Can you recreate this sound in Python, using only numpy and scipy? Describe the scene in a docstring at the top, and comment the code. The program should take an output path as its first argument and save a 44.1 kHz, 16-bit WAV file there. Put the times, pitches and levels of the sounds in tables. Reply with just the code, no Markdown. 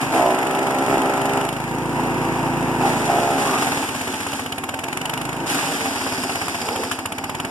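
"""A small petrol chipper shreds dry palm fronds in a concrete yard.
Its one cylinder thumps through the muffler and, with the throttle open, barks; a belt drives the drum.
The drum's knives chop thick stalks with a buzz; stalks ring and snap, leaves crackle through and chips
rattle the steel housing. Twice the load nearly stalls the engine. A wall returns a short echo."""
import sys
import numpy as np
from scipy import signal
from scipy.fft import rfft, irfft
from scipy.io import wavfile
from scipy.ndimage import uniform_filter1d

SR = 44100
rng = np.random.default_rng(int(sys.argv[2]) if len(sys.argv) > 2 else 0)


def to_wav(s):
    """Save 16-bit WAV."""
    ch = np.atleast_2d(s).T  # columns
    pcm = np.round(np.clip(ch, -1, 1) * 32767)  # PCM
    wavfile.write(sys.argv[1], SR, pcm.astype(np.int16))


N = 330750
TIME = np.arange(N) / SR
FREE_FIRING_HZ = 28

# Engine speed. Each row: time in seconds, firing rate in Hz.
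FIRING_HZ = [(0, 27.2), (.12, 26.6), (.2, 24.55), (.29, 23.85), (.72, 25.75), (.89, 25.87), (1.03, 25.3),
             (1.2, 25.35), (1.42, 25.65), (1.7, 27.5), (1.95, 27.95), (2.78, 27.99), (3.05, 26.72),
             (3.25, 26.65), (3.44, 26.2), (3.52, 24.7), (3.8, 17.65), (3.98, 15.84), (4.45, 15.43),
             (5.01, 23.97), (5.44, 27.89), (5.63, 23.71), (5.94, 19.3), (6.89, 12.53), (7.5, 21.4)]
# Spectra of rushing gas, churning chips and dry leaves. Each row: frequency in Hz, gain in dB.
GAS_SPECTRUM = [(150, -25), (800, 3), (1400, 1), (2100, -1), (2950, 3), (3600, -6), (5200, -9), (7200, -6),
                (10000, -7), (13000, -17)]
CHURN_SPECTRUM = [(200, -37.5), (450, -9.5), (560, -5.5), (850, -0.5), (1150, -5.5), (1500, -6),
                  (2800, -11.5), (3500, -47), (14000, -33)]
LEAF_SPECTRUM = [(500, -24), (1500, 1.5), (2700, 0.5), (4000, -5.5), (9500, -5.5), (13000, -16)]


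def amp(db):
    """Decibels to gain."""
    return np.exp(np.asarray(db) * (np.log(10) / 20))


def unit(x):
    """Scales to rms 1."""
    return x / np.sqrt(np.mean(x ** 2) + 1e-20)


def lookup(table, at=TIME):
    """Interpolates a two-column table, by default over time."""
    return np.interp(at, *np.transpose(table))


def log_lookup(table, hz):
    """Interpolates a spectrum over log frequency."""
    points_hz, values = np.transpose(table)
    return np.interp(np.log(hz + 1), np.log(points_hz), values)


def ring(x, spectrum, size=8192):
    """Minimum-phase filter of energy 1: a body that rings after it is driven."""
    log_gain = np.log(amp(log_lookup(spectrum, abs(np.fft.fftfreq(size, 1 / SR)))))
    response = np.fft.ifft(np.exp(np.conj(signal.hilbert(log_gain)))).real[:size // 2]
    return signal.oaconvolve(x, response / np.linalg.norm(response))[:N]


def resonate(x, hz, width_hz):
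    """Steep resonance that follows the pitch hz."""
    carrier = np.exp(2j * np.pi * np.cumsum(hz * np.ones(len(x))) / SR)
    r = np.exp(-np.pi * width_hz / SR)
    return 2 * (carrier * signal.lfilter([(1 - r) ** 2], [1, -2 * r, r * r], x / carrier + 1e-18)).real


def steady(x, size=11025):
    """Holds the slow level at rms 1 and keeps the pulses."""
    return x / np.sqrt(abs(uniform_filter1d(uniform_filter1d(x ** 2, size), size)) + 1e-12)


def drift(hz):
    """Random wander of rms 1, low-passed at hz."""
    t = TIME[::100]
    rolloff = 1 + (np.fft.rfftfreq(len(t), t[1]) / hz) ** 4
    slow = irfft(rfft(rng.standard_normal(len(t))) / rolloff, len(t))
    return np.interp(TIME, t, unit(slow))


def beats(turns, spread_db, jitter_s):
    """One slightly uneven impulse per whole turn."""
    at = np.flatnonzero(np.diff(np.floor(turns)) > 0)
    size, late = rng.standard_normal((len(at), 2)).T
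    at = np.clip(at + np.round(late * jitter_s * SR).astype(int), 0, N - 1)
    return np.bincount(at, amp(spread_db * size), N)


def earlier(x, lead_s):
    """Time advance; a negative lead delays."""
    return np.interp(TIME + lead_s, TIME, x, right=0)


def fading(impulses, decay_s):
    """Each impulse starts an exponential decay."""
    return signal.lfilter([1], [1, -np.exp(-1 / (decay_s * SR))], impulses + 1e-20)


def grit(per_s, spread_db):
    """Random fibre fractures, a few of them large."""
    size = amp(spread_db * np.minimum(rng.exponential(1, N), 4))
    return unit(size * rng.standard_normal(N) * (rng.random(N) < per_s / SR))


def wall_echo(x):
    """The yard wall returns the machine a little later."""
    return earlier(x, lead_s=-0.00525)


def boom(firings):
    """At low revs the slow, full gas pulses make the muffler boom."""
    # Each row: frequency in Hz, gain in dB.
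    muffler_note = [(55, -20.5), (80, 0.5), (105, 6.5), (140, 0), (400, -30.5)]
    lugging = np.interp(lookup(FIRING_HZ), [20, 26], [1, 0])
    return amp(-41) * lugging * steady(ring(firings, muffler_note))


def whine(cycle):
    """Frame, fan and drum sing near full speed."""
    # Each row: multiple of the firing rate, relative level in dB.
    partials = [(5.3, -41), (10.6, -37), (12, -30), (13.3, -35), (15, -38), (18.55, -37), (21, -42),
                (27, -39), (32, -39), (33, -38), (35, -32)]
    speed_db = np.interp(lookup(FIRING_HZ), [22, 27, 27.9], [-35, -11, 0])
    tones = sum(amp(db) * np.sin(2 * np.pi * (k * cycle + rng.random())) for k, db in partials)
    return amp(speed_db + 1) * tones


def thump(cycle):
    """The muffler rings at each firing."""
    # Each row: time in seconds, relative level in dB.
    level_db = [(0, -37), (.3, -41), (1.5, -34.5), (2.0, -30.5), (2.75, -29.5), (3.5, -37), (4.0, -42),
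                (4.7, -43.5), (5.3, -35.5), (5.6, -41), (6.3, -44), (7.0, -44), (7.5, -36.5)]
    # Each row: frequency in Hz, gain in dB.
    muffler_spectrum = [(30, -46.5), (54, -3), (78, -18.5), (108, -0.5), (140, 5.5), (170, 3.5),
                        (205, -6.5), (254, 6), (290, -23.5), (335, -9.5), (600, -16.5), (950, -4.5),
                        (3000, -68)]
    pulses = earlier(beats(cycle, spread_db=-0.4, jitter_s=0.00003), lead_s=0.00469)
    return -amp(lookup(level_db) + 3.5) * steady(ring(pulses, muffler_spectrum))


def exhaust_pulses(cycle):
    """The exhaust valve opens once a cycle, never quite alike; a few firings crack harder."""
    # Each row: time in seconds, boost in dB.
    hard_firings = [(4.93, 2), (4.973, 5.5), (5.058, 2.5), (5.138, 3.5), (7.06, 3), (7.497, 4)]
    boost_db = sum(db * (abs(TIME - at_s) < 0.02) for at_s, db in hard_firings)
    return beats(cycle, spread_db=1, jitter_s=0.0002) * amp(boost_db)


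def throttle_db(lag_s=0.063, pull_db=6, full_pull_hz_per_s=23.7):
    """The bark grows as the governor, a little late, answers a sag, and as the drum is spun back up."""
    # Each row: firing rate in Hz, relative bark level in dB.
    governor = [(16, -35), (23, -36.5), (25.3, -35.5), (27, -44)]
    firing_hz = lookup(FIRING_HZ)
    sensed_hz = np.interp(TIME - lag_s, TIME, firing_hz)
    rise_hz_per_s = uniform_filter1d(np.gradient(firing_hz) * SR, size=4410)
    pull = np.clip(firing_hz / FREE_FIRING_HZ * rise_hz_per_s / full_pull_hz_per_s, 0, 1)
    return lookup(governor, sensed_hz) + pull_db * pull


def valve_clack(firings, vary_db=3):
    """The metal around the exhaust valve rings; each firing favours other notes."""
    # Each row: frequency in Hz, width in Hz, relative level in dB.
    modes = [(2300, 190, 4), (2920, 280, 3), (7100, 130, -6), (9570, 760, -2)]
    tap = earlier(fading(firings, decay_s=0.0054), lead_s=0.0035) * rng.standard_normal(N)
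    clack = np.zeros(N)
    for hz, width_hz, db in modes:
        note = signal.lfilter(*signal.iirpeak(hz, hz / width_hz, fs=SR), tap)
        clack += amp(db + vary_db * drift(hz=12)) * np.sqrt(SR / np.pi / width_hz) * note
    return clack


def bark(firings):
    """The valve cracks open with a pop and a clack, and gas rushes for a few ms."""
    t = TIME[:SR // 20]
    opening = np.exp(-(t / 0.0074) ** 4) * np.minimum(t / 0.00063, 1)
    yard_tail = 0.33 * np.exp(-t / 0.031)
    rush_env = earlier(signal.oaconvolve(firings, opening + yard_tail)[:N], lead_s=0.0054)
    rush = ring(rush_env * rng.standard_normal(N), GAS_SPECTRUM)
    pop_env = earlier(fading(firings, decay_s=0.003), lead_s=0.0066)
    pop = ring(pop_env * rng.standard_normal(N), CHURN_SPECTRUM)
    clack = valve_clack(firings)
    # A bright crack just after the gas starts rushing, growing as firing strength squared.
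    crack_env = earlier(fading(firings ** 2, decay_s=0.0016), lead_s=0.003)
    crack = ring(crack_env * np.diff(rng.standard_normal(N + 1)), LEAF_SPECTRUM)
    return amp(throttle_db()) * (amp(3) * rush + amp(10) * pop + amp(1) * clack + amp(7.5) * crack)


def feed(grip_s=0.015, clear_s=0.11):
    """Frond pieces are gripped, cut and cleared; returns cutting dB, crackle dB, clean-chop share."""
    # Each row: start and end in seconds, cutting and crackle in dB at full speed, clean share 0-1.
    pieces = [(0, 0, -21, -35, 0.1), (0.114, 0.188, -23, -36.5, 0), (0.125, 1.405, -17.5, -43.5, 0.61),
              (0.71, 0.94, -23.5, -52, 0.83), (0.868, 0.956, -19.5, -43, 0.53),
              (1.94, 2.8, -29.5, -48, 0.04), (2.796, 2.873, -24, -40, 0.17), (2.845, 3.513, -20, -38, 0.56),
              (3.094, 3.19, -22.5, -43, 0.5), (3.373, 3.78, -25, -35, 0), (3.583, 4.38, -28.5, -33.5, 0.11),
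              (5.457, 5.554, -48, -33.5, 0.3), (5.48, 6.882, -27, -33, 0.11)]
    cut_power, leaf_power, clean_power = amp(-30) ** 2, amp(-46) ** 2, 0  # empty drum
    t = TIME[::64]
    for start_s, end_s, cut_db, leaf_db, share in pieces:
        inside = np.clip((t - start_s) / grip_s, 0, 1) * np.exp(-np.maximum(t - end_s, 0) / clear_s)
        power = (amp(cut_db) * inside) ** 2
        cut_power += power
        leaf_power += (amp(leaf_db) * inside) ** 2
        clean_power += share * power
    octaves = np.log2(lookup(FIRING_HZ) / FREE_FIRING_HZ)  # slower knives are quieter
    cut_db = np.interp(TIME, t, 10 * np.log10(cut_power)) + 5 * octaves
    leaf_db = np.interp(TIME, t, 10 * np.log10(leaf_power)) + 6 * octaves
    return cut_db, leaf_db, np.interp(TIME, t, clean_power / cut_power)


def panels(chips, flex=0.012):
    """Flying chips ring the steel panels, whose notes waver as the sheet flexes."""
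    # Each row: frequency in Hz, relative level in dB.
    modes = [(268, 6.5), (335, -1), (378, 2.5), (458, 1.5), (680, 0.5), (780, 4), (895, 3.5)]
    notes = (amp(db) * resonate(chips, hz * (1 + flex * drift(hz=4.2)), width_hz=17) for hz, db in modes)
    return steady(sum(notes))


def leaves():
    """Dry leaves break in bunches; bushy tips swish in the hopper mouth."""
    # Each row: time in seconds, relative swish gain.
    tip_gain = [(5.45, 0.032), (6.2, 0.62), (6.9, 0.68)]
    bunches = fading(rng.exponential(1, N) * (rng.random(N) < 90 / SR), decay_s=0.005)
    crackle = steady(ring(grit(per_s=12000, spread_db=0.5) * (1 + 0.21 * bunches), LEAF_SPECTRUM))
    swish = ring(grit(per_s=2600, spread_db=5.5), [(3700, -58), (4700, 10), (5500, 8), (7000, -61)])
    return amp(7.5) * crackle + amp(3.5) * lookup(tip_gain) * swish


def shredding(blows, firings):
    """Chips and leaves rattle out behind the knives while the drum housing rumbles."""
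    # Near a stall each power stroke jerks the drum. Each row: firing rate in Hz, relative depth.
    jerk_depth = [(13, 1.3), (20, 2.3), (27, 0.1)]
    # Each row: frequency in Hz, gain in dB.
    housing_spectrum = [(60, -35.5), (130, -11), (210, -9), (268, -0.5), (315, -6), (400, -11.5),
                        (1500, -51.5)]
    cut_db, leaf_db, clean = feed()
    bite = clean * fading(blows, decay_s=0.004)
    jerk = lookup(jerk_depth, lookup(FIRING_HZ)) * earlier(fading(firings, decay_s=0.011), lead_s=0.008)
    churn = steady(ring(grit(per_s=5000, spread_db=1) * (1 + bite + jerk), CHURN_SPECTRUM))
    foliage = amp(leaf_db) * leaves()
    rumble = amp(-4) * unit(ring(rng.standard_normal(N), housing_spectrum))
    clang = amp(-3.5) * panels(grit(per_s=900, spread_db=1.5) * (1 + jerk))
    loose = amp(cut_db) * (1 - clean) ** 1.2  # a solid stalk in the throat mutes loose chips
    return loose * (churn + clang + rumble) + foliage


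def snaps(swell_s=0.0016):
    """Thick stalks break, each with a pitched knock and a spray of splinters."""
    # Each row: time in seconds, knock level in dB, knock pitch in Hz, splinter level in dB.
    breaks = [(.307, -18, 800, -29), (1.995, -14, 910, -46), (2.438, -16, 900, -42),
              (2.747, -15.5, 850, -44), (3.0985, -7, 800, -34), (3.185, -7, 740, -36),
              (3.625, -16, 1240, -36), (6.914, -19, 1690, -21)]
    t = TIME[:SR // 20]
    knock_env = t / swell_s * np.exp(1 - t / swell_s)
    knocks, splinters = np.zeros((2, N))
    for at_s, knock_db, hz, splinter_db in breaks:
        at = round(at_s * SR)
        knocks[at:at + len(t)] += amp(knock_db) * knock_env * np.sin(2 * np.pi * hz * t)
        splinters[at] += amp(splinter_db)
    spray = fading(splinters, decay_s=0.022) * rng.standard_normal(N)
    return knocks + ring(spray, GAS_SPECTRUM)


def howls(blows):
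    """A thick stalk rings under the knives, gliding as it is drawn in, rough where it tears."""
    # Each row: start and end in seconds, first and last pitch in Hz, level in dB, roughness 0-1.
    stalks = [(0.134, 0.346, 690, 655, -17.5, 0.14), (0.138, 0.362, 1010, 920, -27, 0.4),
              (0.87, 1.03, 268, 262, -27, 0), (2.802, 2.912, 774, 785, -21, 0.4),
              (3.067, 3.33, 700, 717, -23, 0.02), (3.15, 3.503, 850, 765, -27, 0.1),
              (3.407, 3.617, 950, 1310, -27.5, 0.4), (6.636, 6.904, 497, 424, -31, 0.9),
              (6.58, 6.876, 870, 776, -32, 0.8)]
    out, blows = np.zeros(N), earlier(blows, lead_s=-0.001)
    for start_s, end_s, from_hz, to_hz, db, rough in stalks:
        part = slice(round(start_s * SR), round(end_s * SR))
        progress = np.linspace(0, 1, len(out[part]))
        drive = np.sqrt(1 - rough) * unit(blows[part]) + np.sqrt(rough) * rng.standard_normal(N)[part]
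        note = unit(resonate(drive, from_hz + (to_hz - from_hz) * progress, width_hz=140))
        out[part] += amp(db) * np.sqrt(abs(np.sin(np.pi * progress))) * note
    return out


def chop(blows, round_trips_s=(0.0037, 0.0059), wall_return=0.54):
    """Knives strike the stalk and ring the hopper: a growl in a light cut, single blows in a deep one."""
    # Each row: frequency in Hz, gain in dB.
    chop_spectrum = [(100, -35), (265, 4), (335, 7), (400, 12.5), (465, 1), (535, 5), (600, 7), (670, 9),
                     (860, 11), (920, -5.5), (990, 6.5), (1120, -7.5), (1320, 5), (1480, -7), (1900, -3.5),
                     (6000, -46.5)]
    # Blows against hopper echoes. Each row: cutting level in dB, direct share 0-1.
    direct_share = [(-17.5, 0), (-15.5, 1)]
    cut_db, _, clean = feed()
    direct = ring(blows, chop_spectrum)
    delays = np.exp(-2j * np.pi * np.outer(round_trips_s, np.fft.rfftfreq(N, 1 / SR)))
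    allpass = np.prod((wall_return + delays) / (1 + wall_return * delays), axis=0)
    echoes = irfft(rfft(direct) * allpass, N)
    depth = lookup(direct_share, cut_db)
    buzz = steady(depth * direct + (1 - depth) * echoes, size=4410)
    knots_db = 0.8 * drift(hz=6)  # knots in the stalk swell and sag the buzz
    return amp(cut_db - 1.6 + knots_db) * np.sqrt(clean) * buzz


def stereo(common, apart, period_hz=2100):
    """Left and right share the bass; above 1 kHz they swing in and out of step with frequency."""
    # Each row: frequency in Hz, depth of left-right likeness 0-1.
    likeness = [(130, .9), (500, .96), (900, .97), (2100, .9), (4200, .97), (6300, .8), (11000, .15)]
    # Each row: frequency in Hz, left minus right in dB.
    balance_db = [(100, 1.5), (180, -3), (310, 1.3), (530, -3.5), (920, -0.4), (1590, 2.0), (2750, -3.5),
                  (4740, 0), (8190, 2.5), (14200, 1)]
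    hz = np.fft.rfftfreq(N, 1 / SR)
    swing = np.where(hz < period_hz / 2, 1, -np.cos(2 * np.pi * hz / period_hz))
    coherence = log_lookup(likeness, hz) * swing
    mid = rfft(common) * np.sqrt((1 + coherence) / 2)
    side = rfft(apart) * np.sqrt((1 - coherence) / 2)
    tilt_db = log_lookup(balance_db, hz) / 2
    return np.array([irfft((mid + sign * side) * amp(sign * tilt_db), N) for sign in (1, -1)])


def scene():
    """One engine cycle times the exhaust and the belt-driven knives."""
    knives_per_firing = 2.615
    cycle = np.cumsum(lookup(FIRING_HZ)) / SR - 0.9
    firings = exhaust_pulses(cycle)
    blows = beats(cycle * knives_per_firing, spread_db=0.8, jitter_s=0.00002)
    tones = thump(cycle) + whine(cycle) + boom(firings) + chop(blows) + howls(blows)
    common = tones + bark(firings) + shredding(blows, firings) + snaps()
    # The echo and independent noise set the two sides apart.
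    apart = wall_echo(tones) + bark(firings) + shredding(blows, firings) + snaps()
    return stereo(common, apart)


def record(dry):
    """Low-pass at 14.45 kHz."""
    lowpass = signal.firwin(401, 14450, window=("kaiser", 9), fs=SR)
    return signal.oaconvolve(dry, lowpass[None], "same")


dry = scene()
out = record(dry)
to_wav(out)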